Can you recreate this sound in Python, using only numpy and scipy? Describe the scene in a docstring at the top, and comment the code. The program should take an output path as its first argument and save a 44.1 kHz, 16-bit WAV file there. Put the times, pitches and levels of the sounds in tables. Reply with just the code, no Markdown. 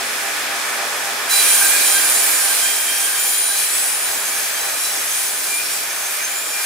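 """Band saw biting into a beam in a sawmill shed

A large band saw idles, then bites into a timber beam that the carriage feeds slowly past. The running noise of
the blade loop repeats on every turn. In the cut each tooth strikes the wood, giving a rough whine on the tooth
rate over the hiss of chips. A phone with two microphone ports, a few metres away, hears it with the shed's
echo, over wavering motor tones and frame drones."""
import sys
import numpy as np
from scipy import signal
from scipy.fft import rfft, irfft, next_fast_len
from scipy.io import wavfile
from scipy.ndimage import uniform_filter1d, map_coordinates

SR = 44100
rng = np.random.default_rng(int(sys.argv[2]) if len(sys.argv) > 2 else 0)


def pcm_store(signal):
    """Save signal as 16-bit PCM."""
    levels = np.round(np.clip(np.atleast_2d(signal), -1, 1) * 32767)
    wavfile.write(sys.argv[1], SR, levels.astype(np.int16).T)


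N = 293265

BITE_S, BITE_ATTACK_S = 1.285, 0.014  # the teeth reach the wood; time the bite takes to rise


def undb(db):
    """Decibels to gain."""
    return 10 ** (np.asarray(db) / 20)


def unit(x):
    """Scale to rms 1."""
    return x / np.sqrt(np.mean(x ** 2))


def curves(table):
    """Columns of a (s, value, ..) table at every sample."""
    s, *columns = np.transpose(table)
    return [np.interp(np.arange(N) / SR, s, c) for c in columns]


def over_hz(table, hz):
    """A (Hz, value) table read on a log-frequency axis."""
    f, v = np.transpose(table)
    return np.interp(np.log(hz + 1), np.log(f + 1), v)


def walk(rate):
    """Random levels held 1 / rate s and slewed twice, scaled to a spread near 1."""
    k = int(SR / rate)
    steps = np.repeat(rng.standard_normal(N // k + 1), k)
    slewed = uniform_filter1d(uniform_filter1d(steps, k), k)
    return unit(slewed)[:N] if len(slewed) == N else unit(slewed[:N])


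def flickering(x, gain, flicker_db, rate):
    """Colour x by gain(Hz), each octave wavering in level on its own."""
    size = next_fast_len(N)
    hz = np.arange(size // 2 + 1) * SR / size
    spectrum = rfft(x, size) * gain(hz)
    octaves_up = np.log2(np.clip(hz, 2 ** 5, 2 ** 14))
    out = 0
    for octave in range(5, 15):
        share = np.clip(1 - abs(octaves_up - octave), 0, 1)
        band = irfft(spectrum * share, size)[..., :N]
        depth_db = flicker_db * (1.5 + 6 * (octave < 7))  # the lowest rumble is the most uneven
        out = out + band * undb(depth_db * walk(rate))
    return out


def since_bite(rise_s):
    """0 before the teeth reach the wood, then a straight rise to 1."""
    return np.clip((np.arange(N) / SR - BITE_S) / rise_s, 0, 1)


# Motor hum. Each row: time in seconds, upper tone in dB, lower tone in dB.
MOTOR_HUM = [(0, -53, -70), (.55, -48, -73), (.75, -61, -75), (1.3, -54, -74), (1.5, -46.5, -71),
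             (2.05, -46, -65), (2.17, -55, -69), (2.3, -45, -72), (2.8, -52, -67), (3.4, -56.5, -63),
             (5.0, -56, -59.5), (5.5, -54, -63), (6.65, -63, -64)]
# Frame drones. Each row: time in seconds, lower tone in dB, upper tone in dB.
FRAME_DRONE = [(0.0, -62, -44), (0.11, -50, -47), (0.53, -60, -47.5), (1.78, -55, -48), (2.39, -63, -57),
               (4.09, -72, -53.5), (6.41, -70, -62), (6.65, -68, -59)]
MOTOR_HZ, DRONE_HZ = (300, 95), (238, 406.5)  # in the column order of the tables
HUM_WAVER_DB = 1.5


def hum():
    """Motor tones and frame drones: sines wavering in level and phase."""
    t = np.arange(N) / SR
    levels_db = curves(MOTOR_HUM) + curves(FRAME_DRONE)
    return sum(undb(db + HUM_WAVER_DB * walk(7.0)) * np.sin(2 * np.pi * hz * t + 0.3 * walk(5.3))
               for hz, db in zip(MOTOR_HZ + DRONE_HZ, levels_db))


SHED_T60_S = 0.39  # time for the echo to die by 60 dB
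ECHO_SHIFT_S = .3  # the carriage moves, so the echo takes a new path this often


def shed(x):
    """Dense echo of the shed, different at each port and changing as the beam travels; treble dies sooner."""
    t, hop = np.arange(SR // 2) / SR, int(ECHO_SHIFT_S * SR)
    x, out = np.pad(x, (hop, 2 * hop)), np.zeros((2, N + 3 * hop + SR))
    fade = np.sin(np.pi * np.arange(2 * hop) / (2 * hop))
    for start in range(0, N + hop, hop):
        decay = np.exp(-np.log(1000) * t / SHED_T60_S) * (t > .006)  # first wall return after 6 ms
        tail = rng.standard_normal((2, len(t))) * decay
        bright = np.diff(tail, prepend=0) * np.exp(-t / 0.014)
        tail = signal.lfilter([1], [1, -.3], tail) + 0.15 * bright
        piece = x[start:start + 2 * hop] * fade
        echo = signal.fftconvolve(piece[None], tail / np.sqrt(np.sum(tail ** 2) / 2), axes=1)
        out[:, start:start + echo.shape[1]] += echo
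    return out[:, hop:hop + N]


# Uneven tooth spacing round the blade loop, closer at the weld.
# Each row: place in turns, tooth rate in Hz, tooth whistle in relative dB.
BLADE_LOOP = [(0, 795.5, -1), (.16, 794, -10), (.24, 801, -10), (.29, 809, -10), (.39, 810, -10),
              (.43, 792, -11), (.58, 790, -12), (.7, 797, -10), (.8, 796, -3), (.9, 796, 1), (1, 795.5, -1)]
TURN_START = .985  # place on the loop at the start (turns)
TURN_S, LOADED_TURN_S, SLOWING_S = .27424, .2756, .3  # one turn free, one under load; time it takes to slow


def blade():
    """Place on the loop (turns), tooth phase (radians) and whistle level (dB) as the loop slows under load."""
    turn_s = TURN_S + (LOADED_TURN_S - TURN_S) * since_bite(SLOWING_S)
    place = (TURN_START + np.cumsum(1 / turn_s) / SR) % 1
    at, hz, db = np.transpose(BLADE_LOOP)
    tooth = 2 * np.pi * np.cumsum(np.interp(place, at, hz)) / SR
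    return place, tooth, np.interp(place, at, db)


# Blade on its wheels and guides. Each row: time in seconds, level in dB.
RUNNING_LEVEL = [(0, -22), (1.4, -21), (2.0, -21), (3.4, -26), (4.2, -24), (5.2, -25.5), (6.65, -26.5)]
# Colour of the running noise. Each row: frequency in Hz, relative level in dB per Hz.
RUNNING_COLOUR = [(15, -66), (25, -35), (194, -20.5), (300, -14), (553, -8.5), (800, -5.5), (1000, -4.5),
                  (1760, -2), (2600, -6), (3180, -8.5), (6240, -9.5), (10000, -9.5), (13300, -14.5),
                  (15700, -20)]
# Machine frame modes. Each row: frequency in Hz, width in Hz, height in dB.
FRAME_MODES = [(240, 8, 4), (408, 12, 7), (445, 8, 4), (515, 10, 5), (600, 12, 8), (677, 12, 9),
               (1255.5, 25, 5), (1481, 32, 6.5), (1740, 57, 5), (2320, 44, 9), (2498, 35, 7),
               (3383, 160, 3.5), (5200, 60, 6.5)]
# How alike the two ports hear the running noise. 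Each row: frequency in Hz, likeness left to right (-1 to 1).
RUNNING_ALIKE = [(30, .2), (60, 0.14), (130, 0.62), (290, 0.69), (640, 0.78), (1410, 0.51), (3100, 0.29),
                 (6820, 0.23), (15000, -0.36)]
# Balance of the running noise between the ports. Each row: frequency in Hz, left minus right in dB.
RUNNING_BALANCE = [(60, -9), (110, 0), (200, -1), (380, 0.5), (700, 0), (1290, 0.5), (2380, 0),
                   (4400, -1.5), (8120, -2), (15000, -4)]
REPEAT_FREE, REPEAT_CUTTING = .92, .32  # share of the noise that repeats each turn; the wood shakes it loose


def running(place, tooth, whistle_db):
    """Rumble of the loop: every flaw comes round again, so most of the noise repeats; air hiss on top is new."""
    repeat = REPEAT_FREE + (REPEAT_CUTTING - REPEAT_FREE) * since_bite(BITE_ATTACK_S)
    size = int(TURN_S * SR)
    one_turn = rng.standard_normal((2, size))
    flaws = np.array([map_coordinates(row, [place * size], order=3, mode="grid-wrap") for row in one_turn])
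    fresh = rng.standard_normal((2, N))
    dull = signal.butter(1, 3500, fs=SR, output="sos")
    hiss = fresh - signal.sosfilt(dull, fresh)
    loose = rng.standard_normal((2, N))
    noise = np.sqrt(repeat) * (signal.sosfilt(dull, flaws) + hiss) + np.sqrt(1 - repeat) * loose

    def gain(hz):
        """Colour and frame modes, shared out between mid and side."""
        alike = np.clip(over_hz(RUNNING_ALIKE, hz), -.9, .99)
        peaks_db = sum(d / (1 + (2 * (hz - f) / w) ** 2) for f, w, d in FRAME_MODES)
        return undb(over_hz(RUNNING_COLOUR, hz) + peaks_db) * np.sqrt([1 + alike, 1 - alike])

    mid, side = unit(flickering(noise, gain, flicker_db=.6, rate=9))
    pair = np.array([mid + side, mid - side])
    balance_db = over_hz(RUNNING_BALANCE, np.arange(N // 2 + 1) * SR / N)
    rumble = irfft(rfft(pair) * undb(np.outer([.5, -.5], balance_db)), N) / np.sqrt(2)
    # teeth chopping the air at the guides
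    whistle_db = whistle_db - 14.5 + 5.3 * repeat + 1.9 * (1 - repeat) * walk(4.02)
    whistle = undb(whistle_db) * np.sin(tooth)
    return undb(curves(RUNNING_LEVEL)[0]) * (rumble + whistle)


def partial(tooth, k, level_db, steady):
    """Multiple k of the tooth rate; wood grain makes bites differ, which smears all but the steady share."""
    rate = 90 + 16 * k
    smear = walk(rate) + 1j * walk(rate)
    bite = np.sqrt(steady) + np.sqrt((1 - steady) / 2) * smear
    return undb(level_db) * np.sqrt(2) * np.real(bite * np.exp(1j * (k * tooth + 1.0 * walk(6))))


# Spells in which one multiple of the tooth rate meets a resonance of the moving beam and sings out.
# Each row: start in seconds, length in seconds, level in dB, multiple of the tooth rate.
SINGING_SPELLS = [(1.29, 0.16, -23.5, 5), (1.30, 0.15, -35, 6), (1.352, 0.078, -35, 2),
                  (1.31, 0.32, -30, 3), (1.576, 0.29, -34, 3), (1.93, .1, -42, 3), (1.402, 0.15, -31, 4),
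                  (1.45, 0.55, -35, 5), (1.82, 0.2, -36, 4), (1.557, 0.246, -27.5, 2),
                  (1.56, 0.066, -32, 8), (1.92, 0.14, -28.5, 2), (2.26, 0.3, -37, 2), (2.59, 0.27, -35, 2),
                  (2.88, 0.29, -32, 2), (2.28, 0.23, -45, 3), (2.735, 0.27, -39, 3), (2.59, 0.26, -33.5, 4),
                  (2.856, .23, -30.5, 4), (3.09, 0.33, -37, 4), (3.403, 0.3, -37.5, 4),
                  (2.905, 0.13, -33, 7), (3.10, 0.057, -37, 3), (3.224, 0.11, -41, 7), (3.324, 0.4, -36, 5),
                  (3.497, 0.068, -26.5, 2), (3.52, 0.18, -39, 3), (4.027, .08, -37, 5),
                  (4.05, 0.16, -37, 8), (4.2, .32, -52, 6), (4.52, .14, -40.5, 4), (4.576, 0.22, -39, 5),
                  (4.827, 0.093, -34.5, 5), (4.9, .12, -40, 6), (5.1, 0.071, -43, 4), (5.6, 0.2, -42, 6),
                  (5.7, 0.29, -47, 3), (6.1, 0.52, -40, 3), (6.25, .3, -47, 4), (4.194, 1.2, -37, 8),
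                  (4.75, 0.54, -39, 7), (5.88, 0.22, -33, 8), (6.45, .2, -39, 7), (5.6, 0.33, -35, 7),
                  (6.2, 0.1, -30.5, 8), (1.507, 0.13, -36, 4), (1.68, 0.17, -33.5, 3),
                  (2.12, 0.084, -37, 5), (1.31, .12, -32, 11), (1.48, .3, -29, 12), (1.85, 0.4, -31.5, 9),
                  (2.0, 0.28, -24.5, 12), (2.1, .35, -35, 10), (3.157, 0.041, -24, 10),
                  (3.3, .2, -27.5, 12), (3.65, 0.23, -33, 10), (5.1, 0.5, -36, 12), (6.25, 0.5, -37, 9)]
SING_EDGE_S = .06  # time to swell and to fade


def singing(multiple):
    """Gain of one multiple over its spells of beam resonance: swell, hold, fade."""
    t = np.arange(N) / SR
    return sum(undb(db) * np.clip(np.minimum(t - s, s + length - t) / SING_EDGE_S + .5, 0, 1) ** 2
               for s, length, db, k in SINGING_SPELLS if round(k) == multiple)


# Low multiples that the beam carries all through the cut. 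Each row: multiple of the tooth rate,
# level in dB over the cut, steady share (0-1), steady share when singing (0-1).
BEAM_MULTIPLES = [(2, -18, .2, .45), (3, -18, .2, .4), (4, -25, .4, .93), (5, -26, .4, .9),
                  (6, -21, .3, .4), (7, -18, .4, .45), (8, -16.5, .3, .3)]
BEAM_WAVER_DB, SING_WAVER_DB = 2.5, 1.3


def singing_beam(tooth, cut_db, weld_db):
    """Tooth strikes shake the beam at low multiples of the tooth rate, which sing out at its resonances."""
    beam = 0
    for k, line_db, steady, sung in BEAM_MULTIPLES:
        level_db = cut_db + line_db + weld_db * k / 4 + BEAM_WAVER_DB * walk(20)
        sing_db = weld_db * (k / 4) ** 2 + SING_WAVER_DB * walk(16)
        beam = beam + partial(tooth, k, level_db, steady) + singing(k) * partial(tooth, k, sing_db, sung)
    return beam


SQUEAL_S, SQUEAL_HALF_S, SQUEAL_DB = 5.56, 0.098, -25  # centre, time to swell and to fade, level at its height


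def squeal(tooth):
    """One clean squeal on the third multiple: a nearly steady partial that swells and fades."""
    swell = np.clip(1 - abs(np.arange(N) / SR - SQUEAL_S) / SQUEAL_HALF_S, 0, 1)
    return np.sin(np.pi / 2 * swell) * partial(tooth, k=3, level_db=SQUEAL_DB, steady=.95)


# Upper multiples in the blade whine. Each row: multiple of the tooth rate, level in dB over the cut at the
# start of the scene, the same at its end; the level slides straight between them.
WHINE_MULTIPLES = [(9, -15, -14), (10, -15, -16), (11, -14, -17), (12, -8, -14), (13, -11, -14),
                   (14, -14, -18), (15, -17, -17), (16, -16, -16), (17, -17, -17), (18, -19, -19),
                   (19, -18, -17)]
WHINE_WAVER_DB, WHINE_WAVER_PER_S = 1.9, 13
CLEAN_WHINE = 6  # multiple of the tooth rate at which half of the blade whine has turned rough


def blade_whine(tooth, cut_db, weld_db):
    """The blade whines at upper multiples of the tooth rate, rougher the higher they lie."""
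    whine = 0
    for k, first_db, last_db in WHINE_MULTIPLES:
        level = np.hypot(undb(cut_db + np.linspace(first_db, last_db, N)), singing(k))
        waver_db = weld_db / 2 + WHINE_WAVER_DB * walk(WHINE_WAVER_PER_S)
        whine = whine + level * partial(tooth, k, waver_db, steady=1 / (1 + (k / CLEAN_WHINE) ** 4))
    return whine


# Colour of the tearing chips. Each row: frequency in Hz, relative level in dB per Hz.
CHIPS_COLOUR = [(20, -75), (120, -43), (530, -24), (900, -14), (1290, -21), (1560, -10.5), (1960, -9),
                (2370, -5.5), (2840, -7.5), (3870, -6.5), (5960, -5.5), (6180, -4), (6710, -5.5),
                (9730, -0.5), (12500, -6.5), (15700, -12.5)]
# fine dust hisses above this pitch, fading out by the last time as the cut deepens
SPRAY_HZ, SPRAY_DB, SPRAY_ENDS_S = 11000, -11, 2.9


def torn_chips(tooth):
    """Chips tear off once per tooth: noise pulsing at the tooth rate, with a hiss of fine dust on top."""
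    torn = rng.standard_normal(N) * (1 + 0.72 * np.cos(tooth))
    chips = unit(flickering(torn, lambda hz: undb(over_hz(CHIPS_COLOUR, hz)), flicker_db=0.5, rate=16))
    high = signal.butter(2, SPRAY_HZ, "high", fs=SR, output="sos")
    dust = signal.sosfilt(high, rng.standard_normal(N))
    return chips + undb(SPRAY_DB) * dust * np.sqrt(1 - since_bite(SPRAY_ENDS_S - BITE_S))


# The cut as it stands before the phone. Each row: time in seconds, level in dB, left minus right in dB.
CUT_LEVEL = [(1.29, -17.5, -2.5), (1.75, -18.5, -1.5), (2.2, -19, -2.5), (2.63, -21, -2),
             (2.86, -22.5, -0.5), (3.4, -23.5, 0), (3.62, -23.5, 0.5), (3.68, -26.5, 0), (3.76, -23.5, 0),
             (4.1, -25.5, 0), (5.4, -25.5, 0), (6.11, -28, 0), (6.65, -25.5, 1)]
FEED_JUDDER_DB, FEED_JUDDER_PER_S = 1, 13  # the bite wavers as the carriage feeds


def cutting(tooth):
    """Teeth strike the wood: the beam sings, the blade whines, chips tear off once per tooth."""
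    db, pan_db = curves(CUT_LEVEL)
    db = db + FEED_JUDDER_DB * walk(FEED_JUDDER_PER_S)
    # the close-set teeth at the weld take thinner bites
    tooth_hz = np.gradient(tooth) * SR / (2 * np.pi)
    weld_db = -.3 * np.clip(tooth_hz - 798, 0, None)
    beam = singing_beam(tooth, db, weld_db) + squeal(tooth)
    rasp = blade_whine(tooth, db, weld_db) + undb(db - 4.5) * torn_chips(tooth)
    bite = since_bite(BITE_ATTACK_S)
    return bite * beam, bite * rasp, np.clip(pan_db, -6, 6)


PORT_LAG_S = 1.8e-5  # the right microphone port hears the cut later
# echo sent by rasp and beam; the beam sings towards the phone, so less of it comes by the walls
SHED_DB, BEAM_SHED_DB = 4, -11


def scene():
    """Saw running, cut with its echo, motor hum, as they reach the left and right ports."""
    place, tooth, whistle_db = blade()
    beam, rasp, pan_db = cutting(tooth)
    direct = beam + rasp
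    hz = np.arange(N // 2 + 1) * SR / N
    late = irfft(rfft(direct) * np.exp(-2j * np.pi * hz * PORT_LAG_S), N)
    echo = shed(undb(SHED_DB) * rasp + undb(BEAM_SHED_DB) * beam)
    heard = (np.array([direct, late]) + echo) * undb(np.array([pan_db, -pan_db]) / 2)
    return heard + running(place, tooth, whistle_db) + hum()


TOP_HZ = 15760  # highest pitch the phone keeps


def record(dry):
    """The phone rounds the loudest peaks and cuts the top."""
    return signal.sosfilt(signal.ellip(16, .3, 90, TOP_HZ, fs=SR, output="sos"), np.tanh(dry))


dry = scene()
out = record(dry)
pcm_store(out)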